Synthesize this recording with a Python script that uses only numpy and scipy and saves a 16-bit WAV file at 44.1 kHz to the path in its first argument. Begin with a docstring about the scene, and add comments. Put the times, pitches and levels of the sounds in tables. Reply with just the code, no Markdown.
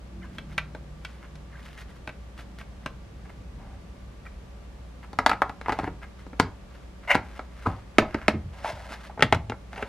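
"""A kitchen counter with plastic lunch boxes on it, heard up close in stereo. Wet melon slices are tucked into
a tray, a lid clatters on and squeaks as it is pressed home, then boxes are slid about and stacked.
Knocks are built from ringing modes, short noise and a rim crack; rubbing comes from many tiny random slips.
Squeals are gliding tones. Mains hum, a low ventilation rumble, a faint drone and hiss lie behind."""
import sys
import numpy as np
from scipy import signal
from scipy.fft import rfft, irfft, next_fast_len
from scipy.io import wavfile
from scipy.ndimage import uniform_filter1d, map_coordinates

SR = 44100
rng = np.random.default_rng(int(sys.argv[2]) if len(sys.argv) > 2 else 0)


def materialize(psi):
    """Save the field psi as 16-bit PCM at rate SR to the path in sys.argv[1].

    A 1-D psi becomes a single channel; in a 2-D psi each row is a channel.
    """
    bounded = np.clip(np.atleast_2d(psi).T, -1, 1)
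    quanta = np.round(bounded * 32767).astype(np.int16)
    wavfile.write(sys.argv[1], SR, quanta)


N = 435708  # length of the scene in samples

# Plastic knocking on plastic. Each row: start in seconds, strength in dB, low thump in dB, hollow sound in dB,
# hardness in dB (raises the crack), pitch the thin wall favours in Hz.
CONTACTS = [(0.384, -39, -8, -9.5, 1.5, 2100), (0.5796, -24, -22, -12, -1, 1920),
            (0.749, -46, 2.5, 4.5, 1, 1360), (1.049, -38.5, -23, -12, 3.5, 2220),
            (1.355, -57, 6, -5, 10.5, 1920), (2.075, -39, -4, -2, 1.5, 1800),
            (2.092, -43, -8, -4, -3, 1950), (2.391, -50, -1, -2, 1, 1650), (2.613, -47, -9, -7, -5, 1940),
            (2.861, -34, -4.5, -2, 1.5, 1910), (5.131, -51, 7, 7.5, 8, 1450),
            (5.188, -22, -8, -3, -4.5, 1370), (5.2624, -19, -11, 2, 4, 1510),
            (5.2949, -23.5, -11, -4.5, 0, 1430), (5.314, -22.5, -13, -3, -13, 1420),
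            (5.331, -32, -5.5, 1.5, -7, 1400), (5.419, -21, -11.5, 4, -7.5, 1260),
            (5.495, -40.5, -1, 4, -1, 1500), (5.613, -42.5, -3, -2, 1, 1400),
            (5.66, -34, -9, -1, -16, 1800), (5.683, -35, 2.5, 9.5, -6, 1450),
            (5.694, -29, -1.5, 5, -7, 1600), (5.701, -34, 1, 3, -10, 1800), (5.722, -31, -4, 0, -1.5, 1800),
            (5.727, -35, -2, -2, -5, 1950), (5.7887, -31, -0.5, 7, -5, 1500), (5.797, -37, 2, 2, -4, 1650),
            (5.833, -46.5, 8, 5, -2, 1500), (5.842, -40, 4, 4, -4, 1750), (5.868, -45, 1, 5, -12, 1700),
            (5.8754, -36.5, 5.5, 4, -14, 1480), (6.265, -54.5, 11, 3, -1, 1400),
            (6.331, -48, 11, 2, -11, 1600), (6.3985, -21, 2, 1.5, 4.5, 1780),
            (7.147, -29, -10, -6, 1.5, 2100), (7.1521, -24.5, 2.5, 4, -1.5, 1600),
            (7.393, -38.5, -0.5, 3.5, -5.5, 1400), (7.658, -39.5, 8, 6, -13, 1150),
            (7.669, -38, 10, 10, -4, 1150), (7.984, -12.5, -1.5, -7, -3.5, 1770),
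            (8.1442, -31.5, 6, 0, -3, 1620), (8.2815, -17, -4, -3, -1.5, 1730),
            (8.6452, -35, -11, 6.5, -8, 1370), (8.771, -54, -3, 9, -10, 1300),
            (9.097, -53.5, -4, 15, -10, 1200), (9.108, -54, -5, 9, -12, 1210),
            (9.1749, -46, 4, 10, -15, 1204), (9.194, -37.5, 4, -3, -6, 1510),
            (9.207, -34, -3, -4, -5, 1750), (9.224, -14.5, -8, -6.5, 0, 2150),
            (9.231, -26.5, -2, -1, -8, 2000), (9.3252, -18, -4.5, 1.5, -1, 1400),
            (9.347, -32.5, -2, -1, 2.5, 1510), (9.498, -37, 5, 0.5, 2.5, 1760),
            (9.5201, -35.5, -2, 0, -11, 1250), (9.731, -44.5, -4.5, 0, -1, 1555),
            (9.76, -44.5, -6, -4.5, -2, 1720), (9.778, -40.5, -1, -6, -6, 1730),
            (9.825, -32, -0.5, -9, -8, 1600)]
# What the hands work on: open melon tray, lid dropped on, lid pressed home, one full box on another,
# small box on top. Each row: start in seconds, thump pitch in Hz, hollow pitch in Hz, wall focus in dB per octave,
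# wall chatter in dB, damping by hands and load in dB per second, room echo in dB,
# left over right in dB, left lead in microseconds.
STAGES = [(0, 170, 640, 8, -6, 0, -11.5, 0, 20), (4.8, 288, 830, 12, -6.5, 89, -11.5, 1, 17),
          (5.55, 295, 820, 11, -7, 300, -11, 0.8, 25), (7.85, 296, 690, 5, -7, 40, -12.5, -1, 30),
          (8.55, 342, 787, 11, -2, 78, -15, 0.5, 29)]
# Ways each object rings. Each row: pitch in Hz, level in dB, seconds to fade by 60 dB.
TRAY_MODES = [(136, -3, 0.075), (278, -1.5, 0.052), (615, -3, 0.035), (843, -4, 0.032), (1050, -9.5, 0.049),
              (1370, -2.5, 0.035), (1551, 3, 0.034), (1952, -9, 0.052), (2250, -4, 0.045),
              (2395, -1.5, 0.028), (2642, 0.5, 0.024), (3250, 2, 0.028), (3500, -1, 0.022), (4100, 0, .018),
              (5650, -22, .02)]
LID_MODES = [(100, -8, 0.11), (271, -2.5, 0.045), (440, -3.5, 0.046), (601, -13, 0.047), (764, -2, 0.041),
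             (871, -0.5, 0.035), (993, -3, 0.033), (1275, -1, 0.036), (1400, -3.5, 0.035),
             (1670, -0.5, 0.019), (1995, -4.5, 0.027), (2217, -3.5, 0.025), (3340, -1, 0.018),
             (3960, -3, 0.0098), (4640, -1, 0.016)]
STACK_MODES = [(87.4, -2.5, 0.13), (216.3, -1.5, 0.13), (291, 1, 0.044), (386, -2.5, 0.052),
               (625, -2, 0.07), (782, 0.5, 0.032), (893, -5, 0.038), (1275, 2.5, 0.024), (1556, -13, 0.06),
               (1836, -4.5, 0.028), (1995, -5, 0.02), (2125, 0, 0.02), (2690, -12, 0.015),
               (3480, -7.5, 0.018), (4490, 0, 0.022), (5270, 0.5, 0.018)]  # two full boxes, one on the other
SMALL_BOX_MODES = [(106, -3, 0.11), (233, -3, 0.073), (422, -2, 0.045), (647, -7, 0.047), (843, 1, 0.025),
                   (1354, 1.5, 0.025), (1525, -4.5, 0.033), (1844, -0.5, 0.024), (2126, -0.5, 0.016),
                   (2310, -2.5, 0.019), (2710, 0, 0.019), (3280, 1, 0.014), (3950, -7, 0.022),
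                   (7170, -5, .015)]
# The rim's crack. Each row: frequency in Hz, relative level in dB.
CRACK_SPECTRUM = [(1800, -31), (2800, -2), (3800, 2.5), (5400, -4), (7500, -10.5), (10000, -14),
                  (13000, -18), (16000, -38)]
# The load settling with a dull thud. Each row: start in seconds, level in dB, pitch in Hz.
THUDS = [(5.832, -34.5, 151), (5.876, -35, 189), (7.151, -28.5, 205), (7.671, -25.5, 165),
         (8.02, -26.5, 570), (8.338, -28, 200), (8.335, -32.5, 90), (8.4479, -35.5, 100), (8.73, -40, 134),
         (8.905, -43, 230), (9.243, -26.5, 178), (9.345, -25, 141)]
# Plastic that sticks and slips. Each row: start of full level in seconds, level in dB, pitch in Hz there,
# glide in octaves per second, attack in seconds, hold in seconds, release in seconds.
SQUEALS = [(7.11, -16, 2076, 2, .016, 0.009, 0.014), (7.663, -25, 1270, -1.48, .008, 0.0064, 0.007),
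           (8.65, -29.5, 930, -2, .006, 0.019, 0.023), (8.686, -37.5, 654, -2.5, .012, 0.024, 0.013)]
# Boxes dragged along the counter and over each other. Each row: start in seconds, length in seconds,
# wall level in dB, hollow over wall in dB, hiss over wall in dB.
DRAGS = [(3.59, 0.16, -63.5, 7, -18), (5.68, 0.18, -52, 6, -9), (7.666, 0.026, -48.5, 12, -20),
         (8.535, 0.4, -54.5, 3.5, -2), (8.653, 0.03, -46, 5, -2.5), (8.902, 0.02, -47.5, -5, -4),
         (9.006, 0.066, -57, -5, -2), (9.722, 0.23, -55.5, 1, -4.5), (9.797, 0.017, -49.5, 9, -8)]
# Fruit and fingers brushing plastic. Each row: centre in seconds, time from centre to about a seventh
# of the peak in seconds, level in dB, kind of touch.
STROKES = [(0.243, 0.032, -50, "squeaky"), (0.354, 0.11, -64, "wet"), (0.522, 0.04, -56, "wet"),
           (1.107, 0.13, -60.5, "wet"), (1.242, 0.028, -49.5, "dull"), (1.562, 0.057, -54.5, "squeaky"),
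           (1.66, 0.029, -53.5, "wet"), (1.69, 0.18, -59.5, "wet"), (1.786, 0.018, -48.5, "wet"),
           (1.817, .015, -50, "wet"), (1.903, 0.022, -57, "wet"), (1.965, 0.026, -56.5, "wet"),
           (2.398, 0.031, -50, "wet"), (2.603, 0.022, -48.5, "wet"), (2.834, 0.014, -52, "dull"),
           (3.26, 0.015, -50, "dull"), (3.3, .012, -52, "dull"), (4.266, 0.016, -42, "squeaky"),
           (5.04, 0.018, -47.5, "dull"), (5.692, 0.074, -45.5, "dull"), (5.845, 0.037, -47, "dull"),
           (6.035, 0.022, -44.5, "dull"), (6.203, 0.046, -57, "hissy"), (6.396, .004, -33.5, "dull"),
           (6.767, 0.09, -58, "hissy"), (7.043, 0.029, -51.5, "dull"), (7.315, 0.15, -54, "hissy"),
           (7.662, 0.16, -52.5, "hissy"), (7.667, 0.008, -42, "squeaky"), (8.16, 0.22, -47.5, "dull"),
           (8.678, 0.1, -47, "swish"), (8.931, 0.021, -43.5, "swish"), (8.938, .003, -43, "swish"),
           (9.05, 0.011, -49, "hissy")]
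# For each kind of touch, the level in dB of each kind of friction.
TOUCH_MIX = {"wet": {"rub": -8, "crackle": -1.9, "hiss": -3.5, "squeak": -4}, "squeaky": {"rub": -6.5,
             "squeak": 0, "hiss": -15.5}, "hissy": {"rub": 0, "hiss": -5}, "dull": {"rub": 0, "hiss":
             -14.5}, "swish": {"rub": -1, "hiss": -5.5, "sheen": -8}}
# What rubbing excites: the hollow, the walls, and a smooth rim brushing past.
# Each row: pitch in Hz, width in Hz, level in dB.
DRAG_HOLLOW = [(578, 86, -6.5), (778, 47, 1.5), (924, 75, -4.5), (1040, 67, -3)]
SQUEAK_WALL = [(1460, 160, -10), (1810, 130, -4), (2090, 230, 0), (2330, 150, -5), (2760, 140, -5),
               (3080, 120, -13)]
SHEEN = [(3770, 500, -9), (4700, 400, 3), (5270, 450, -2)]
# Tone colours of friction. Each row: frequency in Hz, relative level in dB.
RUB_SPECTRUM = [(250, -23), (700, 7.5), (1100, 9), (1600, 10), (2200, 4), (2900, -8.5), (4500, -52)]
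HISS_SPECTRUM = [(1800, -1.5), (3000, 2.5), (5000, -2.5), (7500, -10), (11000, -10), (14000, -17),
                 (16000, -22)]
# How long the room's echo lasts. Each row: frequency in Hz, seconds to fade by 60 dB.
ROOM_FADE = [(80, 0.52), (250, 0.2), (700, 0.32), (1600, 0.25), (2700, 0.19), (5000, 0.19), (12000, 0.097)]
# Tone colour of the echo. Each row: frequency in Hz, relative level in dB.
ROOM_COLOUR = [(60, 9.5), (200, -1.5), (500, -0.5), (1500, 0), (4000, 3.5), (12000, 1.5)]
# Mains hum and faint motor lines. Each row: pitch in Hz, level in dB.
HUM = [(59.2, -46), (188.4, -60), (565.2, -67), (1168, -70)]
# A faint far-off drone. Each row: start of full level in seconds, hold in seconds, pitch in Hz, level in dB.
DRONE = [(0.32, 0.42, 150, -48), (0.14, 0.074, 187, -52), (0.13, 0.05, 228, -58.5),
         (0.13, 0.08, 335, -55.5)]
# Colours of the low rumble and the hiss of the air. 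Each row: frequency in Hz, relative level in dB.
RUMBLE_SPECTRUM = [(22, -20), (36, 2.5), (45, 6.5), (58, -6), (90, 2), (130, -1), (200, -4.5), (300, -13.5),
                   (500, -22.5), (1000, -64)]
AIR_SPECTRUM = [(15, -47), (25, -24), (42, -7), (70, -4.5), (85, -17), (186, -15), (271, -19.5), (573, -22),
                (700, -24), (1180, -28.5), (2300, -33), (6200, -42.5), (12200, -52), (13500, -57),
                (15000, -73)]
# How the rumble comes and goes. Each row: time in seconds, level in dB.
RUMBLE_LEVEL = [(0, -51), (.4, -46), (1, -53), (3.8, -47), (4.6, -52), (6.8, -52.5), (9.88, -59)]
# How alike left and right hear the air. Each row: frequency in Hz, likeness from 0 to 1.
ALIKE = [(60, .9999), (250, 0.34), (1000, 0.17), (2500, 0.12), (5000, 0.097), (12000, 0.027)]

CRACK_DB = -13.5  # crack against the wall's ring, at hardness 0
CRACK_SCATTER_DB = -9.5  # extra crack, opposite in left and right, against the main crack
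MODE_LUCK_DB, MODE_DETUNE = 1.5, 0.0093  # random change of each mode's level (dB) and pitch (share) per blow
THUD_RISE_S = 0.0019
SKID_S, SKID_LENGTH_S, SKID_DB = 7.076, 0.075, -39  # the lid's rim skidding into its seat
SKID_GROWTH_DB, SKID_HOLLOW_DB = 4.5, -2.5
SKID_PUSH_DB, SKID_PUSH_S = 16.5, 0.012  # extra push halfway through; S is half the swell's length setting
DRAG_ATTACK_S, DRAG_RELEASE_S = 0.015, 0.075  # time to swell or fade by 20 dB
JUICE_HZ, JUICE_OCTAVES, JUICE_CYCLES = 2100, 0.555, 2.1  # juice pops: middle pitch, scatter, life in cycles
DRONE_RELEASE_S = 1.56  # time for a drone tone to fade by 20 dB
TOP_HZ = 15750


def contacts():
    """Each contact thumps the loaded base, sounds the hollow, rings the thin walls and cracks at the rim."""
    direct, echo = np.zeros(N), np.zeros((2, N))
    t = np.arange(SR // 7) / SR
    rim = causal(CRACK_SPECTRUM)
    for s, db, weight_db, hollow_db, hardness_db, wall_hz in CONTACTS:
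        thump_hz, hollow_hz, wall_focus_db, chatter_db, damping, wet_db, _, _ = stage(s)
        modes = modes_at(s)
        crack_db = CRACK_DB + hardness_db
        thump = register(t, modes, 66, 540, thump_hz, focus_db=4.0, rattle_db=-5, t60=0.16)
        hollow = register(t, modes, 520, 1224, hollow_hz, focus_db=4.0, rattle_db=-7.5, t60=0.13)
        # stiffer spots give shorter contacts that reach higher
        reach_hz = 2600 * (wall_hz / 1500) ** .7
        wall = register(t, modes, 1080, reach_hz, wall_hz, focus_db=wall_focus_db, rattle_db=chatter_db, t60=0.057)
        high_ring = ring(t, modes, 2900, 8000, 2500, focus_db=2.0)
        crack = strength(snap(t, rim) + amp(-6.0) * high_ring)
        body = amp(weight_db) * thump + amp(hollow_db) * hollow + wall
        body = body * amp(-abs(damping) * t)
        # a dull contact builds up more slowly
        dullness_db = max(weight_db, hollow_db, 0) - crack_db
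        rise = 1 - np.exp(-t / (.00009 * amp(0.75 * dullness_db)))
        blow = amp(db) * (rise * body + amp(crack_db) * crack)
        add(direct, s, blow)
        add(echo, s, room(blow, wet_db))
        scatter = amp(db + crack_db + CRACK_SCATTER_DB) * snap(t, rim)
        add(echo, s, np.outer([1, -1], scatter))
    return direct, echo


def snap(t, rim):
    """The rim's crack: a click and brief noise given the rim's tone colour."""
    burst = rattle(t, t60=0.039, click=0.62)
    return strength(signal.fftconvolve(burst, rim)[:len(t)])


def register(t, modes, lo_hz, hi_hz, pitch_hz, focus_db, rattle_db, t60):
    """Ringing modes and chatter of one part of the box."""
    band = signal.butter(4, [lo_hz, hi_hz], "band", fs=SR, output="sos")
    chatter = strength(signal.sosfilt(band, rattle(t, t60, click=0.66)))
    return strength(ring(t, modes, lo_hz, hi_hz, pitch_hz, focus_db) + amp(rattle_db) * chatter)


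def ring(t, modes, lo_hz, hi_hz, pitch_hz, focus_db):
    """A box's modes in one pitch range; the place of contact favours those near a pitch."""
    hz, db, t60 = np.transpose(modes)
    luck, detune, sign = rng.standard_normal((3, len(modes)))
    distance = np.abs(np.log2(hz / pitch_hz))  # in octaves
    weight = amp(db + MODE_LUCK_DB * luck - focus_db * distance)
    heard = (hz > lo_hz) & (hz < hi_hz)
    actual_hz = (hz * (1 + MODE_DETUNE * detune))[heard, None]
    waves = np.sin(2 * np.pi * actual_hz * t) * amp(-60 * t / t60[heard, None])
    return strength((weight * np.sign(sign))[heard] @ waves)


def rattle(t, t60, click):
    """A click followed by the dense, quickly dying chatter of small modes, made from fading noise."""
    chatter = strength(rng.standard_normal(len(t)) * amp(-60 * t / t60))
    return chatter + click * strength(1.0 * (t == 0))


def thuds():
    """A settling load moves only the base's low modes, and softly."""
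    out, t = np.zeros(N), np.arange(SR // 5) / SR
    for s, db, hz in THUDS:
        base = register(t, modes_at(s), 59, 1.8 * hz, hz, focus_db=14, rattle_db=-3.5, t60=0.15)
        rise = 1 - np.exp(-t / THUD_RISE_S)
        add(out, s, amp(db) * rise * base)
    return out


def squeak():
    """The rim skids in quick irregular slips as the lid is pushed down."""
    progress = np.clip((np.arange(N) / SR - SKID_S) / SKID_LENGTH_S, 0, 1)
    push = swell(SKID_S + SKID_LENGTH_S / 2, 2 * SKID_PUSH_S)
    push_db = SKID_GROWTH_DB * progress + SKID_PUSH_DB * push
    pressure = amp(SKID_DB + push_db) * envelope(SKID_S, attack=0.0027, hold=SKID_LENGTH_S, release=0.016)
    slips = grains(rate=5400, spread_db=2.0)
    walls = resonated(slips, SQUEAK_WALL)
    rub = amp(-5.0) * coloured(slips, RUB_SPECTRUM)
    hiss = amp(-29) * coloured(slips, HISS_SPECTRUM)
    hollow = amp(SKID_HOLLOW_DB) * resonated(slips, DRAG_HOLLOW)
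    return pressure * (hollow + walls + rub + hiss)


def squeals(waver=0.15, rough_db=4):
    """Slips lock on to a wall's bending tone, which glides and wavers."""
    out, t = np.zeros(N), np.arange(N) / SR
    for s, db, pitch_hz, glide, attack, hold, release in SQUEALS:
        hz = pitch_hz * 2 ** (glide * np.clip(t - s, -2 * attack, hold + release))
        phase = 2 * np.pi * np.cumsum(hz * (1 + waver * wobble(700))) / SR
        tone = unit(amp(rough_db * wobble(400)) * np.sin(phase))
        out += amp(db) * envelope(s, attack, hold, release) * tone
    return out


def slide():
    """A dragged base catches on the counter's grain, which sounds its hollow and walls."""
    slips = grains(rate=5000, spread_db=2) * amp(1.5 * wobble(70) + 1.2 * wobble(22))
    walls = unit(coloured(slips, RUB_SPECTRUM) + amp(-14) * resonated(slips, SQUEAK_WALL))
    hollow = resonated(slips, DRAG_HOLLOW)
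    hiss = coloured(slips, HISS_SPECTRUM)
    out = np.zeros(N)
    for s, length, db, hollow_db, hiss_db in DRAGS:
        drag = walls + amp(hollow_db) * hollow + amp(hiss_db) * hiss
        out += amp(db) * envelope(s, DRAG_ATTACK_S, length, DRAG_RELEASE_S) * drag
    return out


def strokes(flutter_db=3.0):
    """Wet fruit and fingertips brush the plastic in short grainy swells."""
    slips = grains(rate=2500, spread_db=2.5) * amp(flutter_db * wobble(90))
    friction = {
        "rub": unit(coloured(slips, RUB_SPECTRUM) + amp(-19.0) * resonated(slips, SQUEAK_WALL)),
        "crackle": crackle(),
        "hiss": coloured(slips, HISS_SPECTRUM),
        "squeak": chirps(),
        "sheen": resonated(slips, SHEEN),
    }
    texture = {touch: sum(amp(db) * friction[kind] for kind, db in mix.items())
               for touch, mix in TOUCH_MIX.items()}
    return sum(amp(db) * swell(s, length) * texture[touch] for s, length, db, touch in STROKES)


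def crackle(count=4500, size=256):
    """Films of juice break at random moments, each with its own brief pitch."""
    when = rng.integers(N, size=(count, 1))
    pitch, loudness = rng.standard_normal((2, count, 1))
    hz = np.minimum(JUICE_HZ * 2 ** (JUICE_OCTAVES * pitch), SR / 4)
    cycles = hz * np.arange(size) / SR
    pops = amp(2.7 * loudness) * np.sin(2 * np.pi * cycles) * np.exp(-cycles / JUICE_CYCLES)
    return scattered(when, pops)


def chirps(count=2600, size=512, pitch_hz=1800, octaves=0.274, glide=0.099):
    """Wet skin and fruit stick and slip on plastic in tiny gliding squeaks."""
    when = rng.integers(N, size=(count, 1))
    pitch, bend, loudness = rng.standard_normal((3, count, 1))
    age = np.arange(size) / size  # 0 to 1 over each squeak
    hz = pitch_hz * 2 ** (octaves * pitch + glide * bend * age)
    phase = 2 * np.pi * np.cumsum(hz, axis=1) / SR
    squeaks = amp(2.5 * loudness) * np.sin(phase) * np.sqrt(age) * (1 - age) ** 2
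    return scattered(when, squeaks)


def room(x, wet_db, width=0.18):
    """The kitchen's answer in two channels: noise in which each frequency dies at its own speed."""
    hz, t, z = signal.stft(rng.standard_normal((2, SR // 2)), SR, nperseg=256)
    fade_db = -60 * t / along(ROOM_FADE, hz)[:, None]
    z = z * amp(along(ROOM_COLOUR, hz)[:, None] + fade_db)
    # close ports hear the bass alike
    z[1] *= np.clip(width * np.sqrt(hz / 1200), 0, 1)[:, None]
    mid, side = signal.istft(z, SR, nperseg=256)[1]
    onset = 1 - np.exp(-np.arange(len(mid)) / SR / 0.0013)
    tail = np.array([mid + side, mid - side]) * onset
    return amp(wet_db) * signal.fftconvolve(x[None], tail / np.linalg.norm(mid), axes=1)


def placed(x):
    """Small left-right differences in level and arrival time give what is handled its place."""
    balance_db, lead_us = uniform_filter1d(stage(np.arange(N) / SR)[-2:], size=SR // 10)
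    lead = lead_us * SR / 1e6  # in samples
    return np.array([amp(side * balance_db) * map_coordinates(x, [np.arange(N) + side * lead])
                     for side in (.5, -.5)])


def background():
    """Mains hum with faint motor lines, a wandering rumble, a fading drone and even hiss."""
    t = np.arange(N) / SR

    def tone(hz, drift):
        """A sine at rms 1 whose phase drifts a little."""
        return np.sqrt(2) * np.sin(2 * np.pi * hz * t + drift * wobble(4))

    hum = sum(amp(db + 0.53 * wobble(3.5)) * tone(hz, 0.22 * np.sqrt(hz / HUM[0][0])) for hz, db in HUM)
    drone = sum(amp(db + 2.7 * wobble(5.2)) * envelope(s, 0.1, hold, DRONE_RELEASE_S) * tone(hz, hz / 130)
                for s, hold, hz, db in DRONE)
    rumble_s, rumble_db = np.transpose(RUMBLE_LEVEL)
    rumble = amp(np.interp(t, rumble_s, rumble_db)) * coloured(rng.standard_normal(N), RUMBLE_SPECTRUM)

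    def air_response(hz):
        """Share the air noise between middle and sides to set how alike left and right are."""
        turn = np.arccos(np.clip(along(ALIKE, hz), -1, 1)) / 2
        return amp(along(AIR_SPECTRUM, hz)) * [np.cos(turn), np.sin(turn)]

    mid, side = filtered(rng.standard_normal((2, N)), air_response)
    air = amp(-48.5) * unit(np.array([mid + side, mid - side]))
    return hum + drone + rumble + air


def turn_at(s):
    """Which of the stages is under way at time s."""
    return np.searchsorted([row[0] for row in STAGES[1:]], s)


def stage(s):
    """The settings of what is being handled at time s."""
    return np.array(STAGES)[turn_at(s), 1:].T


def modes_at(s):
    """The modes of what is being handled at time s."""
    return (TRAY_MODES, LID_MODES, LID_MODES, STACK_MODES, SMALL_BOX_MODES)[turn_at(s)]


def grains(rate, spread_db):
    """Tiny slips at random moments, of widely varied size; rate is slips per second."""
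    happens = rng.random(N) < rate / SR
    return happens * rng.standard_normal(N) * amp(spread_db * rng.standard_normal(N))


def scattered(when, sounds):
    """Lay many short sounds at their start samples, at rms 1 overall."""
    places = when + np.arange(sounds.shape[1])
    return unit(np.bincount(places.ravel(), sounds.ravel(), N)[:N])


def envelope(start, attack, hold, release):
    """Gain that is full from start for hold seconds; attack and release each span 20 dB."""
    t = np.arange(N) / SR - start
    return amp(-20 * np.clip(np.maximum(-t / attack, (t - hold) / release), 0, 10))


def swell(centre, length):
    """A bell-shaped rise and fall, down to about a seventh at length seconds from the centre."""
    return np.exp(-2 * np.minimum(((np.arange(N) / SR - centre) / length) ** 2, 20))


def wobble(rate):
    """A smooth random curve through rate random points a second."""
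    return map_coordinates(rng.standard_normal(int(N * rate / SR) + 4), [np.arange(N) * rate / SR])


def amp(db):
    """Decibels to gain."""
    return 10 ** (np.asarray(db) / 20)


def unit(x):
    """Scale to rms 1."""
    return x / np.sqrt(np.mean(x ** 2) + 1e-20)


def strength(x):
    """Scale a blow so that its first 20 ms have rms 1."""
    return x / np.sqrt(np.mean(x[:SR // 50] ** 2) + 1e-20)


def along(points, hz):
    """Read a curve of (Hz, value) points, with pitch on a log axis."""
    f, v = np.transpose(points)
    return np.interp(np.log(hz + 1), np.log(f + 1), v)


def filtered(x, response):
    """Change the level and phase of each frequency in x by a response."""
    n = x.shape[-1]
    m = next_fast_len(n + 8192)
    return irfft(rfft(x, m) * response(np.fft.rfftfreq(m, 1 / SR)), m)[..., :n]


def coloured(x, spectrum):
    """Shape x by a spectrum, at rms 1."""
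    return unit(filtered(x, lambda hz: amp(along(spectrum, hz))))


def resonated(x, peaks):
    """Let x ring in a few resonances of alternating sign, at rms 1."""
    def response(f):
        """Sum of simple resonances, each with a centre and a width."""
        return sum((-1) ** k * amp(db) * 1j * f * width / (centre * centre - f * f + 1j * f * width)
                   for k, (centre, width, db) in enumerate(peaks))
    return unit(filtered(x, response))


def causal(spectrum, size=1024):
    """The sharpest impulse response that has this spectrum (minimum phase)."""
    cepstrum = irfft(np.log(amp(along(spectrum, np.fft.rfftfreq(size, 1 / SR)))))
    cepstrum[1:size // 2] *= 2
    cepstrum[size // 2 + 1:] = 0
    return irfft(np.exp(rfft(cepstrum)))


def add(track, s, sound):
    """Mix a sound into a track from time s."""
    part = track[..., round(s * SR):][..., :sound.shape[-1]]
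    part += sound[..., :part.shape[-1]]


def scene():
    """Knocks, thuds and friction on the counter, their echoes and the room's own noise."""
    knocks, echo = contacts()
    soft = thuds() + strokes() + squeak() + squeals() + slide()
    soft_echo = room(soft, wet_db=-9.5)[:, :N]
    return placed(knocks + soft) + echo + soft_echo + background()


def record(dry, hardness=5):
    """Round off peaks towards a ceiling of 2.2, then keep nothing above the band limit."""
    rounded = dry / (1 + np.abs(dry / 2.2) ** hardness) ** (1 / hardness)
    return filtered(rounded, lambda hz: hz < TOP_HZ)


dry = scene()
out = record(dry)
materialize(out)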